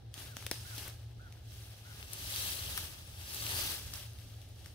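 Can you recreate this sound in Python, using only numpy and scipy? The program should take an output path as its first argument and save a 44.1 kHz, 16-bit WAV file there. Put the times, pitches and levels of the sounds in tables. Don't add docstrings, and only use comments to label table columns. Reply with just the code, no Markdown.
import sys
import numpy as np
from scipy import signal
from scipy.fft import rfft, irfft
from scipy.io import wavfile
from scipy.ndimage import uniform_filter1d, map_coordinates

SR = 44100
rng = np.random.default_rng(int(sys.argv[2]) if len(sys.argv) > 2 else 0)


def store_pcm(level_fs):
    pcm = np.round(np.clip(level_fs, -1, 1) * 32767).astype(np.int16)
    wavfile.write(sys.argv[1], SR, np.atleast_2d(pcm).T)


def voltage_ratio(decibels):
    exponent = np.asarray(decibels, float) / 20
    return 10 ** exponent


N = 209034
T = np.arange(N) / SR


def evened(x):
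    return x / np.sqrt(np.mean(x ** 2) + 1e-20)


def read(points, hz):
    f, value = np.transpose(points)
    return np.interp(np.log(hz + 1), np.log(f + 1), value)


def curves(rows, t):
    s, *columns = np.transpose(rows)
    return [np.interp(t, s, c) for c in columns]


def band(x, lo_hz, hi_hz):
    return signal.sosfilt(signal.butter(2, [lo_hz, min(hi_hz, SR / 2.1)], "band", fs=SR, output="sos"), x)


def resonate(x, hz, width_hz):
    turn = np.exp(2j * np.pi * np.cumsum(hz) / SR)
    r = np.exp(-np.pi * width_hz / SR)
    return 2 * (turn * signal.lfilter([1 - r], [1, -r], x / turn)).real


# (time [s], lead of the left port [ms], share heard directly [0-1])
BEARING = [(0, 0.038, 0.05), (1.0, .0, 0), (1.8, 0.13, 0), (2.1, 0.24, 0.2), (2.65, 0.26, 0.15),
           (2.8, 0.15, 0.03), (3.4, 0.28, 0.34), (3.9, 0.067, 0), (4.74, 0.027, 0.13)]


def two_ports(x):
    lead_ms = curves(BEARING, T)[0]
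    delayed = map_coordinates(x, [np.arange(N) - lead_ms * SR / 1000], order=3)
    return np.array([x, voltage_ratio(-2.0 - 5.0 * lead_ms) * delayed])


# (frequency [Hz], time to fall 60 dB [s])
TRUNK_DECAY = [(300, 0.13), (2000, 0.17), (8000, 0.61), (16000, 0.052)]


def trunks(x):
    taps = np.zeros((2, SR // 2))
    at = np.arange(160, SR // 2 - 20, 20) + rng.integers(0, 20, (2, (SR // 2 - 161) // 20))
    np.put_along_axis(taps, at, rng.choice([-1., 1.], at.shape), 1)
    hz, t, z = signal.stft(taps, SR, nperseg=128)
    tail = signal.istft(z * voltage_ratio(-60 * t / read(TRUNK_DECAY, hz)[:, None]), SR, nperseg=128)[1]
    return signal.fftconvolve(x[None], tail / np.linalg.norm(tail[0]), axes=1)[:, :N]


def crackle(per_s, spread_db, count=22):
    drift = evened(uniform_filter1d(rng.standard_normal(600), 3))
    clumps = np.interp(T, np.arange(600) * T[-1] / 599, drift)
    rank = np.minimum(rng.exponential(1, N), 6)
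    breaks = voltage_ratio(1.23 * clumps) * (rng.random(N) < per_s / SR)
    kind = rng.integers(0, count, N)
    t, out = np.arange(500) / SR, np.zeros(N)
    for k, hz in enumerate(300 + 15400 * np.linspace(0, 1, count) ** 1.701):
        cycles = 1.5 + hz / 2200
        ring = np.exp(-t * hz / cycles) * np.sin(2 * np.pi * (hz * t + rng.random()))
        whole = 1.7 + 0.47 * np.exp(-np.log(hz / 4300) ** 2 / 0.099)
        train = voltage_ratio(spread_db * whole * rank) * breaks * (kind == k)
        out += evened(signal.oaconvolve(train, ring)[:N])
    return evened(out)


# (time of peak [s], crackle level [dB], rise [s], fall [s], weight on the ground below 2 kHz [dB])
STIRS = [(.146, -58, 0.0081, .15, -4), (.2, -50, 0.081, 0.23, -6), (.385, -52.5, 0.066, 0.28, -5.5),
         (.522, -49.5, .011, 0.15, -7), (.7, -51, 0.28, 0.28, -7), (.79, -47, 0.11, .2, -7.5),
         (0.869, -52.5, 0.23, 0.1, 1), (1.0, -66, 0.14, 0.44, -4), (1.3, -67, .3, 0.9, 0.5),
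         (1.54, -56, .15, 0.42, -10.5), (1.7, -60, 0.26, 0.47, -6), (1.98, -53.5, 0.24, 0.24, -4),
         (2.14, -53, 0.089, 0.13, 0), (2.36, -41, 0.36, 0.35, -8.5), (2.46, -41, 0.2, 0.34, -9.5),
         (2.62, -50, 0.31, 0.27, -1), (2.78, -43, 0.43, 0.27, -7), (3.08, -57, 0.54, 0.65, -5.5),
         (3.36, -46.5, 0.31, 0.59, -7.5), (3.6, -39.5, 0.39, 0.28, -6), (3.72, -42.5, 0.6, .18, -8),
         (3.88, -50.5, 0.14, 0.22, -9.5), (3.945, -47.5, 0.021, 0.24, -7), (4.22, -58.5, 0.16, 0.72, -7.5),
         (4.67, -58.5, 0.22, 0.21, -7.5)]
REST_DB, REST_WEIGHT_DB = -73.5, 3


def stirring(t):
    s, db, rise, fall, weight_db = np.transpose(STIRS)[:, :, None]
    away = np.where(t < s, (s - t) / rise, (t - s) / fall)
    power = voltage_ratio(db - 21.5 * away ** 1.505) ** 2
    rest = voltage_ratio(REST_DB) ** 2
    total = power.sum(0) + rest
    return 10 * np.log10(total), ((power * weight_db).sum(0) + rest * REST_WEIGHT_DB) / total


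# (frequency [Hz], level per Hz [dB])
LEAF_COLOUR = [(150, -8.5), (300, -7), (600, -5), (1100, -7), (1600, -4), (2200, -7.5), (3000, 0.5),
               (4000, -0.5), (5500, -1.5), (7200, -1.5), (9000, -5), (11000, -4), (13500, -5),
               (15500, -4.5)]
USUAL_WEIGHT_DB, USUAL_BRIGHT_DB = -7, -1.5
HARD_DB, BRIGHT_DB, BRIGHT_PER_DB = -32.5, 1.4, 0.22
# (time [s], pitch [Hz])
HEAP_PITCH = [(0, 4600), (1.5, 3860), (2.5, 4100), (3.35, 4030), (3.6, 4520), (4.0, 3930), (4.74, 3800)]
HEAP_DB, HEAP_PER_DB, HEAP_WIDTH_HZ = 5, .35, 550


def litter():
    direct = np.clip(curves(BEARING, T)[1], 0, 1)
    spot = two_ports(crackle(4000, spread_db=-0.5))
    spread = np.array([*two_ports(crackle(12000, spread_db=0.5)), crackle(12000, spread_db=0.5)])
    layers = [*(np.sqrt(direct) * spot), *(np.sqrt(1 - direct) * spread)]
    hz, t, z = signal.stft(layers, SR, nperseg=256)
    same = 1 / (1 + (hz / 1700) ** 2)[:, None]
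    z = z[:2] + np.array([z[2], same * z[3] + np.sqrt(1 - same ** 2) * z[4]])
    z *= voltage_ratio(read(LEAF_COLOUR, hz))[:, None] / np.sqrt(np.mean(abs(z) ** 2, axis=(0, 2), keepdims=True))
    unit = np.sqrt(np.mean(band(signal.istft(z, SR, nperseg=256)[1], 1870, 7850) ** 2))

    level_db, weight_db = stirring(t)
    hardness_db = level_db - HARD_DB
    bright_db = BRIGHT_DB + BRIGHT_PER_DB * hardness_db
    low = 1 / (1 + (hz / 2100) ** 4)[:, None]
    high = 1 / (1 + (7600 / (hz + 1)) ** 6)[:, None]
    colour_db = low * (weight_db - USUAL_WEIGHT_DB) + high * (bright_db - USUAL_BRIGHT_DB)
    heap_hz = curves(HEAP_PITCH, t)[0]
    heap_db = np.maximum(HEAP_DB + HEAP_PER_DB * hardness_db, 0)
    colour_db = colour_db + heap_db * np.exp(-((hz[:, None] - heap_hz) / HEAP_WIDTH_HZ) ** 2)
    stirred = signal.istft(z * voltage_ratio(colour_db + level_db), SR, nperseg=256)[1][:, :N]
    return voltage_ratio(-0.83) * stirred / unit


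# (time [s], peak level [dB], pitch [Hz])
POPS = [(2.1867, -37, 4820), (2.2421, -36, 3970), (2.3219, -36, 3930), (2.3394, -29, 3470),
        (2.3609, -33, 3800), (2.531, -33, 3480), (2.5903, -28, 4250), (2.624, -36, 3200),
        (2.6772, -31, 3200), (2.7285, -34, 3700), (2.745, -42, 3430), (2.7754, -44, 5440),
        (2.7754, -33, 5450), (2.9899, -49, 3520), (3.2708, -42, 4640), (3.3441, -51, 6560),
        (3.3656, -32, 6260), (3.403, -31, 4580), (3.4224, -39, 3500), (3.4637, -34, 3980),
        (3.5541, -34, 4770), (3.5786, -35, 4800), (3.617, -27.5, 4770), (3.6749, -26, 3560),
        (3.7746, -49, 3100)]


def pops():
    t, out = np.arange(300) / SR, np.zeros(N + 300)
    for s, db, hz in POPS:
        swell = t / 0.00093 * np.exp(1 - t / 0.001)
        out[round(s * SR):][:len(t)] += voltage_ratio(db) * swell * np.sin(2 * np.pi * hz * t)
    return voltage_ratio(-5.5) * two_ports(out[:N])


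# (time [s], peak level [dB], centre [Hz], crack length [ms])
SNAPS = [(.141, -29, 6200, 0.94), (0.178, -39.5, 2800, 2.5), (.25, -46, 3000, 1.5),
         (0.3679, -26, 6000, 1.4), (.4251, -37, 3530, 1.6), (0.465, -23.5, 6000, 2.1),
         (0.5129, -17.5, 4560, 2.2), (0.513, -31, 2450, 3.3), (0.7805, -28.5, 5300, 3.6),
         (.879, -33, 11600, 3.1), (1.325, -37.5, 4800, 0.48), (2.028, -39, 5040, 2.4),
         (2.133, -23, 9800, 0.8), (2.361, -20.5, 4500, 1.1), (2.7761, -16.5, 10500, 0.51),
         (2.777, -24, 5500, 1.4), (2.78, -33, 10000, 6.5), (3.346, -23, 11000, 0.73),
         (3.424, -25, 3800, 0.92), (3.4657, -22.5, 4080, 1.1), (3.9376, -23.5, 7000, 1),
         (3.956, -34, 5500, 4.6), (4.028, -43, 3470, 3), (4.187, -42, 4050, 1.7), (4.66, -36, 6260, 1.3)]
# (time [s], peak level [dB], centre [Hz])
TICKS = [(1.5194, -44, 4310), (1.9494, -45, 4850), (2.7094, -36, 6500), (2.9896, -43, 9000),
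         (3.0759, -40, 11000), (3.3994, -31, 5000), (4.134, -41, 11000), (4.1994, -41, 5000),
         (4.247, -45, 11000), (4.2994, -45, 7000), (4.4164, -39, 5500), (4.4897, -44, 12000)]
TICK_MS = .6


def cracks():
    t, ports = np.arange(1500) / SR, np.zeros((2, N + 1500))
    for s, db, hz, ms in [*SNAPS, *[(s, db, hz, TICK_MS) for s, db, hz in TICKS]]:
        fibres = rng.standard_normal((3, len(t)))
        shape = (1 - np.exp(-t / .0001)) * np.exp(-(t * 1000 / ms) ** 1.4)
        rebound = 0.094 * np.exp(-abs(t - .0047) / 0.00077)
        shape = shape + rebound + 0.086 * np.exp(-t / 0.01)
        for out, own in zip(ports, fibres[1:]):
            tear = (fibres[0] + 0.88 * own) * shape
            tear = tear + 2.5 * (t == t[4])
            crack = band(tear, max(hz / 2.2, 1500), 17000) + 1.2 * band(tear, hz / 1.7, hz * 1.4)
            out[round(s * SR):][:len(t)] += voltage_ratio(db) * crack / abs(crack).max()
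    return ports[:, :N]


# (time [s], peak level [dB], pitch [Hz])
KNOCKS = [(.141, -50, 3660), (.177, -45, 298), (.25, -46, 278), (.368, -45.5, 260), (.3681, -36, 1430),
          (.3684, -40, 685), (.4251, -42.5, 1270), (.466, -32.5, 1900), (.4662, -39.5, 510),
          (.5132, -33.5, 330), (.5135, -36, 1950), (.5143, -30.5, 610), (.5146, -49, 860),
          (0.5135, -19, 4330), (0.5143, -31, 5900), (0.5139, -30, 1620), (.7795, -44, 286),
          (.879, -42, 2050), (2.028, -31, 2860), (2.133, -50, 5130), (2.7761, -29, 1660),
          (2.7774, -50, 1190), (2.78, -27, 1650), (3.935, -41, 1400), (3.9376, -30, 5550),
          (3.955, -48, 1470), (4.66, -42.5, 1970)]


def knocks():
    t, wood = np.arange(1500) / SR, np.zeros(N + 1500)
    for s, db, hz in KNOCKS:
        knock = np.sin(2 * np.pi * hz * t) * (1 - np.exp(-t * hz * 3)) * np.exp(-t * hz / 0.84 - t / 0.0059)
        wood[round(s * SR):][:len(t)] += voltage_ratio(db) * knock / abs(knock).max()
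    return wood[:N]


def snaps():
    left, right = cracks() + knocks()
    direct = np.array([left, two_ports(right)[1]])
    return voltage_ratio(-0.5) * direct + voltage_ratio(-8.0) * trunks(direct.mean(0))


# (start [s], length [s], top of the strongest partial [Hz], level [dB], rasp [0-1])
CAWS = [
    (.262, .09, 1595, -57.5, .05),
    (.645, .112, 1595, -53.5, .03),
    (1.19, .1, 1525, -58.5, .27),
    (1.845, .09, 1515, -59, .3),
]
CAW_BEND, CAW_TOP_AT, CAW_EDGE_DB = .19, .38, -9
THROAT_HZ, THROAT_WIDTH_HZ, THROAT_DB = 1400, 82, 6


def crow():
    voice = np.zeros(N)
    for start, length, top_hz, db, rasp in CAWS:
        u = np.linspace(0, 1, round(length * SR))
        off = np.where(u < CAW_TOP_AT, 1 - u / CAW_TOP_AT, (u - CAW_TOP_AT) / (1 - CAW_TOP_AT))
        hz = top_hz * (1 - CAW_BEND * (1 - rasp) * off ** 2)
        shake = (.04 + .4 * rasp) * uniform_filter1d(rng.standard_normal(len(u)), 150)
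        turns = np.cumsum(hz * (1 + shake)) / SR
        beat = 1 + 2 * rasp * np.cos(2 * np.pi * turns / 9.84)
        caw = evened(beat * np.sin(2 * np.pi * turns)) * voltage_ratio(db + CAW_EDGE_DB * (2 * u - 1) ** 6)
        caw = caw * voltage_ratio(THROAT_DB * (np.exp(-((hz - THROAT_HZ) / THROAT_WIDTH_HZ) ** 2) - 1.0))
        voice[round(start * SR):][:len(u)] = caw * signal.windows.tukey(len(u), .15)
    late = np.array([voice, np.roll(voice, 9)])
    return late + voltage_ratio(-11) * trunks(voice)


# (time [s], firing rate [Hz])
ENGINE_RATE = [(0, 21.3), (2.3, 21.4), (3.5, 21.6), (4.74, 22.0)]
# (multiple of the firing rate [1], level idling [dB], gain at full load [dB])
ENGINE_ORDERS = [(3.2, -57.5, -5.5), (4, -61.5, 13), (5, -56, 5.5), (6, -76, 14), (7, -71, 11),
                 (8, -82, 21)]
# (time [s], load [0-1])
LOAD = [(0, 0.2), (.6, 0.55), (1.3, 0), (2.0, .4), (2.75, 0.9), (3.05, 0.63), (3.6, 0.79), (4.15, 0.46),
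        (4.74, 0.16)]
# (time [s], pitch [Hz], level [dB])
SECOND_MOTOR = [(0, 114.9, -52.5), (1, 113, -49), (2.5, 118.4, -65.5), (3.5, 116.1, -66),
                (4.74, 115.7, -60)]


def engine():
    rate, load = curves(ENGINE_RATE, T)[0], curves(LOAD, T)[0]
    tones = [(k * rate, db + gain_db * load) for k, db, gain_db in ENGINE_ORDERS]
    out = np.zeros(N)
    for hz, db in tones + [curves(SECOND_MOTOR, T)]:
        steady = np.sqrt(2) * np.sin(2 * np.pi * (np.cumsum(hz) / SR + rng.random()))
        flutter = evened(resonate(resonate(rng.standard_normal(N), hz, 11.0), hz, 9.3))
        out += voltage_ratio(db) * (0.67 * steady + 0.5 * flutter)
    return out


# (frequency [Hz], level per Hz [dB])
AIR_COLOUR = [(20, -40), (32, -22), (50, -17.5), (70, 0.5), (110, -13), (140, -25), (200, -20),
              (310, -22.5), (480, -24.5), (800, -26.5), (1100, -47), (2200, -50), (3700, -35.5),
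              (9000, -56.5)]
# (frequency [Hz], likeness [0-1])
AIR_SAME = [(60, 0.93), (180, 0.87), (550, 0.23), (1650, 0.046), (4970, 0.036), (15000, 0.03)]
AIR_DB = -67
GUST_MEAN_DB, GUST_LOAD_DB, GUST_SWING_DB = -2.5, 7.5, 2.5


def air():
    frames, hz = N // 512 + 5, np.fft.rfftfreq(2048, 1 / SR)
    a, b, c, d, patches = rng.standard_normal((frames, 1025, 5)).T
    patches = evened(uniform_filter1d(uniform_filter1d(patches, 20, 0), 8, 1))
    same = np.clip(read(AIR_SAME, hz), -1, 1)[:, None]
    left = a + 1j * b
    z = np.array([left, same * left + np.sqrt(1 - same ** 2) * (c + 1j * d)])
    waver = evened(uniform_filter1d(rng.standard_normal(frames), size=8))
    load = curves(LOAD, np.arange(frames) * 512 / SR)[0]
    gust_db = GUST_MEAN_DB + GUST_LOAD_DB * load + GUST_SWING_DB * waver
    bass = 1 / (1 + (hz / 200) ** 4)[:, None]
    colour_db = read(AIR_COLOUR, hz)[:, None] + 0.81 * patches + bass * gust_db
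    x = signal.istft(z * voltage_ratio(colour_db), nperseg=2048, noverlap=1536)[1][:, :N]
    return voltage_ratio(AIR_DB) * x / np.sqrt(np.mean(band(band(x, 316, 16000), 316, 16000) ** 2))


def scene():
    return litter() + pops() + snaps() + crow() + engine() + air()


def band_limit(x):
    return signal.sosfilt(signal.butter(12, 16980, fs=SR, output="sos"), x)


# (frequency [Hz], width [Hz], level [dB])
CASING = [(2120, 770, 2), (7150, 690, -5)]
# (frequency [Hz], left over right [dB])
PORTS = [(60, -2), (92, 0.5), (140, 1.5), (210, -0.5), (330, -1), (500, 0), (770, 0), (1170, 2), (1790, 2),
         (2740, 3.5), (4190, -1), (6410, -3), (9810, 9), (15000, 1)]
WIDE_AT = [.141, .368, .466, .514, 2.133, 2.777]
EDGE_HZ, TOP_HZ = 15720, 16900


def record(dry):
    hz = np.fft.rfftfreq(N, 1 / SR)
    dips_db = sum(db * np.exp(-((hz - f) / width) ** 2) for f, width, db in CASING)
    ports_db = np.outer([.5, -.5], read(PORTS, hz))
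    wide = irfft(rfft(dry) * voltage_ratio(dips_db + ports_db) * (hz < TOP_HZ), N)
    edge = signal.firwin(401, EDGE_HZ, window=("kaiser", 9), fs=SR)
    cut = signal.oaconvolve(wide, edge[None], "same")
    opened = sum(np.exp(-((T - s) / .0018) ** 2) for s in WIDE_AT)
    return band_limit(cut + opened * (wide - cut))


dry = scene()
out = record(dry)
store_pcm(out)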